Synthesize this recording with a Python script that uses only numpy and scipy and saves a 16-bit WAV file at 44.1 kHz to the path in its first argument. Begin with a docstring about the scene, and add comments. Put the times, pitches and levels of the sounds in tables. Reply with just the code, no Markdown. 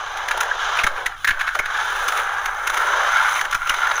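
"""Hard skate wheels rumble over gritty concrete and clack on seams and landings.
A roller skater rides up one bank of an outdoor bowl, steps round at its edge, rolls back and climbs
the other bank. Roughness and impacts set the wheels ringing; sideways slips make them chirp and scuff,
and the skater's weight lands with a thud. The concrete throws short echoes, and a small microphone
with a limiter listens over a low outdoor rumble."""
import sys
import numpy as np
from scipy import signal
from scipy.fft import rfft, irfft
from scipy.io import wavfile
from scipy.ndimage import uniform_filter1d, minimum_filter1d, map_coordinates

SR = 44100
rng = np.random.default_rng(int(sys.argv[2]) if len(sys.argv) > 2 else 0)


def master(y):
    """Save y as 16-bit WAV."""
    cut = np.clip(np.atleast_2d(y).T, -1, 1)
    pcm = np.round(cut * 32767)  # scale
    wavfile.write(sys.argv[1], SR, pcm.astype(np.int16))


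N = 176400

# Rolling noise. Each row: time in seconds, then low, middle, upper middle and treble level in relative dB.
ROLL_LEVELS = [(0,-44,-28.5,-38,-53),(.26,-40,-26.5,-37.5,-48),(.44,-33,-24,-34,-49),(.56,-40.5,-27.5,-35.5,-51.5),(.64,-39.5,-22,-27.5,-46),(.8,-35,-23,-30,-44),(.89,-39,-33.5,-47,-55),(1.0,-34,-27,-38.5,-47),(1.12,-50.5,-36.5,-49,-56),(1.22,-68,-43.5,-45,-49),(1.36,-44.5,-35,-47,-55),(1.45,-51,-26.5,-37.5,-44),(1.52,-70,-35,-42,-49),(1.565,-28.5,-43,-39,-40),(1.62,-50,-34,-43,-56),(1.75,-41.5,-23,-32,-43),(1.96,-39,-23,-32.5,-38),(2.2,-34.5,-23,-36,-36),(2.28,-42,-23,-38,-45),(2.63,-41.5,-26.5,-42.5,-43.5),(2.82,-34,-19.5,-32,-36),(2.97,-31,-19.5,-31,-41),(3.2,-41.5,-18.5,-28,-36),(3.38,-38,-23,-33.5,-32),(3.48,-38.5,-32,-41.5,-51),(3.6,-52.5,-33,-42,-43.5),(3.76,-38.5,-28.5,-33.5,-40),(3.86,-37,-23,-32.5,-41),(4,-37,-24.5,-37.5,-40)]
JUDDER_HZ, JUDDER_DB = 63.5, 1  # rate and depth of the wheels' random judder


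def amp(db):
    """Decibels convert to an amplitude ratio."""
    return 10 ** (np.asarray(db) / 20)


def unit(x):
    """Normalisation sets the rms to 1."""
    return x / np.sqrt(np.mean(x ** 2) + 1e-20)


def at_level(x, db):
    """A transient's level is its energy averaged over 8 ms."""
    return amp(db) * x / np.sqrt(np.sum(x ** 2) / (.008 * SR))


def add(mix, start_s, sound):
    """Superposition: a sound adds to the mix from its start time."""
    part = mix[max(round(start_s * SR), 0):][:len(sound)]
    part += sound[:len(part)]


def curve(table, column):
    """Linear interpolation gives a column of a time table at every sample."""
    rows = np.array(table)
    return np.interp(np.arange(N) / SR, rows[:, 0], rows[:, column])


def colour(x, points):
    """A minimum-phase filter imposes a spectrum of (Hz, dB) points."""
    size = 4096
    hz, db = np.transpose(points)
    log_hz = np.log(abs(np.fft.fftfreq(size, 1 / SR)) + 1)
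    log_gain = np.log(amp(np.interp(log_hz, np.log(hz), db)))
    taps = np.fft.ifft(np.exp(np.conj(signal.hilbert(log_gain)))).real
    return signal.fftconvolve(x, taps[:size // 2])[:len(x)]


def lowpass(x, hz, order=2):
    """A zero-phase low-pass smooths without delay."""
    return irfft(rfft(x) / (1 + (np.fft.rfftfreq(len(x), 1 / SR) / hz) ** (2 * order)), len(x))


def wander(hz, size=N):
    """Low-passed noise fluctuates at random up to a given rate."""
    return unit(lowpass(rng.standard_normal(size), hz))


def resonate(x, hz, width_hz):
    """Two resonators in cascade give a steep peak; the output has an rms of 1."""
    b, a = signal.iirpeak(hz, hz / width_hz, SR)
    return unit(signal.lfilter(b, a, signal.lfilter(b, a, x)))


def background():
    """Ambient noise, strongest at low frequencies, lies under everything with a faint pure-tone hum."""
    # Outdoor rumble. 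Each row: frequency in Hz, spectral density in relative dB.
    air_spectrum = [(10,-2),(25,8),(45,-8.5),(70,-10.5),(110,-15.5),(170,-30),(280,-27),(700,-26),(2000,-42),(15000,-60)]
    rumble = unit(colour(rng.standard_normal(N), air_spectrum))
    hum = np.sqrt(2) * np.sin(2 * np.pi * 120.7 * np.arange(N) / SR)
    return amp(-43) * rumble + amp(-59.5) * hum


def bowl(x):
    """Convolution adds early reflections off the concrete and a faint, exponentially decaying tail."""
    # Each row: delay in seconds, level in dB relative to the direct sound.
    reflections = [(.0068,-30.5),(0.0101,-18),(.019,-24.5)]
    t60_s = 0.33
    t = np.arange(SR // 2) / SR
    tail = rng.standard_normal(len(t)) * np.exp(-np.log(1000) * t / t60_s)
    response = amp(-15) * tail / np.linalg.norm(tail)
    response[0] = 1  # direct sound
    for delay_s, db in reflections:
        add(response, delay_s, amp([db]))
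    return signal.fftconvolve(x, response)[:N]


def sliding_echo(x, path):
    """A dull reflection shifts in delay as the length of its path changes."""
    delay = curve(path, 1) * SR / 1000
    return map_coordinates(lowpass(x, hz=4560), [np.arange(N) - delay], order=3)


def spinning():
    """Lifted wheels spin freely at the top of the bank; a resonance narrows their noise to a thin ring."""
    start_s, size = 1.17, int(0.93 * SR)
    ring = resonate(rng.standard_normal(size), hz=1540, width_hz=332)
    out = np.zeros(N)
    add(out, start_s, amp(-31) * signal.windows.tukey(size, .5) * ring)
    return out


def ticks():
    """Loose grains snap as a Poisson process of uneven rate, their level following the rolling treble."""
    # Snap of a grain. Each row: frequency in Hz, spectral density in relative dB.
    snap_spectrum = [(700,-36),(3000,4),(6500,-0.5),(15000,-7.5)]
    ticks_per_s, spread_db, fade_s = 110, 9, .001
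    sizes = amp(spread_db * np.minimum(rng.exponential(1, N), 2))
    hits = sizes * (rng.random(N) < ticks_per_s * amp(JUDDER_DB * wander(JUDDER_HZ)) / SR)
    envelope = signal.lfilter([1], [1, -np.exp(-1 / (fade_s * SR))], hits)
    snaps = unit(colour(envelope * rng.standard_normal(N), snap_spectrum))
    return snaps * amp(curve(ROLL_LEVELS, 4) - 6)


def scuffs():
    """Sliding friction: dragged wheels give short swells of chattering noise."""
    # Each row: start in seconds, length in seconds, level at the crest in dB.
    drags = [(.775,0.055,-19.5),(.96,0.031,-26.5),(1.383,0.054,-26.5),(1.462,0.031,-22),(2.16,0.063,-23.5),(3.345,0.046,-21.5)]
    # Friction noise. Each row: frequency in Hz, spectral density in relative dB.
    friction_spectrum = [(200,-39),(800,-12),(1300,5.5),(1650,-1.5),(2300,-2),(3000,-10),(4200,-9.5),(6500,-23.5),(15000,-31)]
    out = np.zeros(N)
    for start_s, length_s, db in drags:
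        size = int(length_s * SR)
        chatter = amp(JUDDER_DB * wander(2 * JUDDER_HZ, size))
        friction = unit(colour(rng.standard_normal(size) * chatter, friction_spectrum))
        add(out, start_s, amp(db) * signal.windows.tukey(size, .7) * friction)
    return out


def chirps():
    """Stick-slip oscillation: a wheel sliding sideways sounds a brief tone."""
    # Each row: start in seconds, length in seconds, pitch in Hz, peak level in dB.
    slips = [(.5122,0.0087,1625,-10),(.8375,0.008,2120,-11.5),(1.0603,0.0084,1930,-8.5),(1.5925,0.0063,2146,-7),(3.1355,0.014,1377,-12.5),(3.1595,0.0084,1410,-5),(3.203,0.006,1384,-5.5),(3.693,0.0087,2890,-13),(3.832,0.008,1416,-8)]
    out = np.zeros(N)
    for start_s, length_s, hz, db in slips:
        t = np.arange(0, length_s, 1 / SR)
        add(out, start_s, amp(db) * signal.windows.tukey(len(t), .5) * np.sin(2 * np.pi * hz * t))
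    return out


def contact(t, fade_s):
    """Impact excitation comes as two noise bursts: the front axle, then the louder rear one."""
    gap_s = 0.0038 * rng.uniform(0.76, 1.15)
    front = amp(-4) * np.exp(-t / fade_s)
    rear = (t > gap_s) * np.exp(-abs(t - gap_s) / fade_s)
    return (front + rear) * rng.standard_normal(len(t))


def thuds():
    """The skater's weight lands as a pressure pulse with a slow rebound and excites the hollow boot."""
    # Each row: start in seconds, thud level in dB, boot level in dB.
    footfalls = [(.840,-17,-23),(.869,-50,-26),(1.064,-34,-41),(1.288,-25,-36),(1.311,-25.5,-35),(1.595,-27.5,-26.5),(3.551,-28,-38),(3.701,-30,-46)]
    # Body of the boot. Each row: frequency in Hz, spectral density in relative dB.
    boot_spectrum = [(60,-21),(230,-13),(430,-4.5),(850,4),(1300,-7),(4000,-59)]
    rise_s, rebound_delay_s, rebound_s = 0.0049, 0.022, 0.12
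    t = np.arange(SR // 5) / SR
    pulse = t / rise_s * np.exp(1 - t / rise_s)
    rebound = amp(-10.5) * np.sin(np.pi * np.clip((t - rebound_delay_s) / rebound_s, 0, 1))
    out = np.zeros(N)
    for start_s, thud_db, boot_db in footfalls:
        rattle = amp(-16) * wander(hz=300, size=len(t))
        push = pulse * (rattle - 1)
        boot = colour(contact(t, fade_s=0.0045), boot_spectrum)
        add(out, start_s, amp(thud_db) * (push + rebound) + at_level(boot, boot_db))
    return out


def knock(t, hz):
    """Damped vibration: wheel and plate ring in quick bounces over a short resonant rattle."""
    # Front axle, rear axle and rebound. Each row: nominal delay in seconds, level in relative dB.
    bounces = [(.0007,-6),(.0036,-0.5),(.0088,-6)]
    # Drive of the rattle. Each row: frequency in Hz, spectral density in relative dB.
    drive_spectrum = [(100,-35),(300,-27),(600,-7),(1000,2),(1600,-2.5),(2200,3.5),(2800,-2),(4500,3.5),(15000,-69)]
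    width_hz, rise_s, spread = 420, .0013, 0.115
    drive = colour(contact(t, fade_s=0.0032), drive_spectrum)
    rattle = signal.lfilter(*signal.iirpeak(hz, hz / width_hz, SR), drive)
    ring = np.zeros(len(t))
    for delay_s, db in bounces:
        onset_s = delay_s * (1 + spread * rng.uniform(-1.06, 1))
        age = np.maximum(t - onset_s, 0) / rise_s
        pitch_hz = hz * (1 + spread * rng.uniform(-1.005, 1))
        envelope = amp(db) * (age * np.exp(1 - age)) ** 2
        ring += envelope * np.sin(2 * np.pi * (pitch_hz * t + rng.random()))
    return unit(ring) + amp(-2.5) * unit(rattle)


def clacks():
    """A hard impact on a seam or a landing radiates a broadband crack and a pitched knock."""
    # Each row: start in seconds, crack and knock levels in relative dB, nominal knock pitch in Hz.
    impacts = [(.169,-32.5,-28,1590),(.282,-25.5,-19.5,1620),(.3098,-22.5,-12,1502),(.3735,-27.5,-20,1070),(.405,-18,-15.5,1320),(.4293,-29,-25,1610),(.768,-30,-16.5,1364),(.7872,-33,-14.5,2330),(.8356,-17.5,-9.5,1677),(.866,-20.5,-5.5,1432),(1.060,-20.5,-15,1847),(1.119,-51,-26.5,1485),(1.245,-23,-11,1647),(1.273,-21,-11.5,1658),(1.2855,-19.5,-5.5,1604),(1.3055,-28,-11,1592),(1.3932,-34,-22.5,1560),(1.4095,-29,-14.5,1677),(1.475,-37,-20,1630),(1.4865,-37,-18,1495),(1.5495,-27.5,-14,1400),(1.5898,-22,-12,1486),(1.6554,-32,-19,1614),(2.0808,-16.5,-13.5,1244),(2.119,-28,-17,1580),(2.1715,-26,-27,1370),(2.456,-23.5,-20,1590),(2.671,-21,-16.5,1410),(2.697,-24.5,-16,1364),(2.7395,-25.5,-17,1310),(2.7708,-22.5,-17,1327),(3.2849,-41,-15.5,1360),(3.3895,-29,-19,2160),(3.409,-25,-14.5,1504),(3.4492,-29,-18.5,1540),(3.5098,-27,-28,1210),(3.526,-24.5,-11,1460),(3.5453,-20.5,-9.5,1464),(3.6701,-28.5,-20.5,1390),(3.693,-19,-16,1370),(3.7006,-35,-11,1485),(3.7404,-30,-17,1380),(3.8695,-32,-13,1460),(3.911,-35,-12.5,1410),(3.976,-40,-18.5,1390)]
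    # Crack of contact. Each row: frequency in Hz, spectral density in relative dB.
    crack_spectrum = [(100,-29),(400,1),(900,-9),(2200,11),(3600,7),(6200,7),(10000,-0.5),(13000,3.5),(15500,-3.5)]
    t = np.arange(SR // 20) / SR
    out = np.zeros(N)
    for start_s, crack_db, knock_db, hz in impacts:
        crack = colour(contact(t, fade_s=0.0041), crack_spectrum)
        add(out, start_s, at_level(crack, crack_db + 1) + at_level(knock(t, hz), knock_db - 1))
    return out


def ringing():
    """Forced vibration: roughness and bumps drive the wheels' damped modes and a bright whirr."""
    # Each row: frequency in Hz, resonator width in Hz, level in relative dB.
    modes = [(1427,202,1.5),(2098,310,-7.5)]
    # Ring of the wheels pressed into the bank. Each row: time in seconds, level in dB.
    ring_levels = [(0,-56),(1.1,-48),(1.7,-34),(2.6,-34.5),(2.75,-25.5),(3.1,-27),(3.15,-19),(3.22,-17.5),(3.38,-28.5),(3.48,-36),(3.65,-27),(3.83,-19),(4,-32)]
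    # Each row: time in seconds, level of the whirr in dB.
    whirr_levels = [(0,-46.5),(.8,-56),(1.1,-83),(1.8,-47.5),(2.6,-49.5),(3.1,-40.5),(3.24,-46),(3.39,-32.5),(3.5,-66),(3.75,-39),(4,-39)]
    bumps_per_s, load_hz, detune = 110, 8, .015
    bumps = unit(rng.choice([-1, 1], N) * (rng.random(N) < bumps_per_s / SR))
    shake = rng.standard_normal(N) * amp(JUDDER_DB * wander(JUDDER_HZ)) + amp(4.5) * bumps
    ring = unit(sum(amp(db) * resonate(shake, hz, width_hz) for hz, width_hz, db in modes))
    whirr = resonate(shake * amp(3 * wander(JUDDER_HZ / 2)), hz=6130, width_hz=420)
    warped_time = np.cumsum(1 + detune * wander(load_hz))  # the pitch shifts with the wavering load
    ring = map_coordinates(ring, [warped_time], mode="mirror")
    return ring * amp(curve(ring_levels, 1)) + whirr * amp(curve(whirr_levels, 1))


def rolling():
    """Roughness and grit shake the juddering wheels; bank and floor echoes comb-filter the noise."""
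    # Wheels and skate on concrete. Each row: frequency in Hz, spectral density in relative dB.
    wheel_spectrum = [(60,-51),(250,-69.5),(350,-27),(500,-21),(680,-13.5),(820,-5),(1150,-2),(1380,-0.5),(1660,-2),(1880,-11.5),(2150,-13),(2600,-20),(3100,-12.5),(3900,-17.5),(6200,-22.5),(10000,-36),(15500,-38)]
    # Reflection off the bank. Each row: time in seconds, delay in ms, share of the amplitude.
    bank_path = [(0,0.54,0.23),(.88,1.17,0.037),(1.14,1.92,1),(1.3,2.4,0.26),(1.52,2.1,0.34),(1.75,0.99,0.2),(3.3,0.84,0.033),(3.6,2.36,0.14),(4,0.84,0.072)]
    # Reflection off the floor. Each row: time in seconds, delay in ms.
    floor_path = [(0,2.66),(.5,1.97),(1.05,4.07),(1.5,3.15),(1.85,2.22),(2.4,2.5),(2.9,2.08),(3.3,0.95),(3.65,0.98),(4,1.13)]
    # Crossovers between the four bands in Hz, and each band's gain in dB.
    edges_hz = [700, 2500, 7800]
    band_gains_db = [-0.29, 0.35, -0.62, -1.1]
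    grit_per_s, spread_db, floor_share, band_judder_db = 900, -0.5, 0.23, 0.86
    sizes = amp(spread_db * np.minimum(rng.exponential(1, N), 4.5)) * rng.choice([-1, 1], N)
    grit = unit(sizes * (rng.random(N) < grit_per_s / SR))
    roughness = rng.standard_normal(N) + amp(-3.5) * grit
    direct = colour(roughness * amp(JUDDER_DB * wander(JUDDER_HZ)), wheel_spectrum)
    bank_echo = curve(bank_path, 2) * sliding_echo(direct, bank_path)
    rest = direct - bank_echo + floor_share * sliding_echo(direct, floor_path)
    out = np.zeros(N)
    for k, gain_db in enumerate(band_gains_db):  # split off the bands from low to high
        band = lowpass(rest, edges_hz[k], order=6) if k < len(edges_hz) else rest
        rest = rest - band
        judder = amp(band_judder_db * wander(JUDDER_HZ))
        out += unit(band * judder) * amp(curve(ROLL_LEVELS, k + 1) + gain_db)
    return out


def scene():
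    """The sounds of the skates superpose and reflect in the bowl, over the background."""
    skates = rolling() + ticks() + ringing() + spinning() + clacks() + scuffs() + chirps() + thuds()
    return (bowl(skates) + background())[None]


def record(dry):
    """The microphone's response colours the sound, a fast limiter holds peaks, a low-pass ends the band."""
    # Each row: frequency in Hz, gain in dB.
    mic_response = [(20,-2.5),(3900,-0.5),(4400,-10),(5450,-5.5),(6150,0),(7050,-2.5),(7800,-14),(8600,-9.5),(9300,-4),(10200,1.5),(11200,-6.5),(12300,-17.5),(13800,-17),(14600,1),(15300,1.5),(15900,-19)]
    ceiling_db, window, cutoff_hz = -6.5, int(0.0017 * SR), 15900
    x = colour(dry[0], mic_response)
    overshoot = np.maximum(abs(x) / amp(ceiling_db), 1)
    gain = uniform_filter1d(minimum_filter1d(1 / overshoot, window), window)
    taps = signal.firwin(511, cutoff_hz, window=("kaiser", 9), fs=SR)
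    return signal.fftconvolve(x * gain, taps, "same")[None]


dry = scene()
out = record(dry)
master(out)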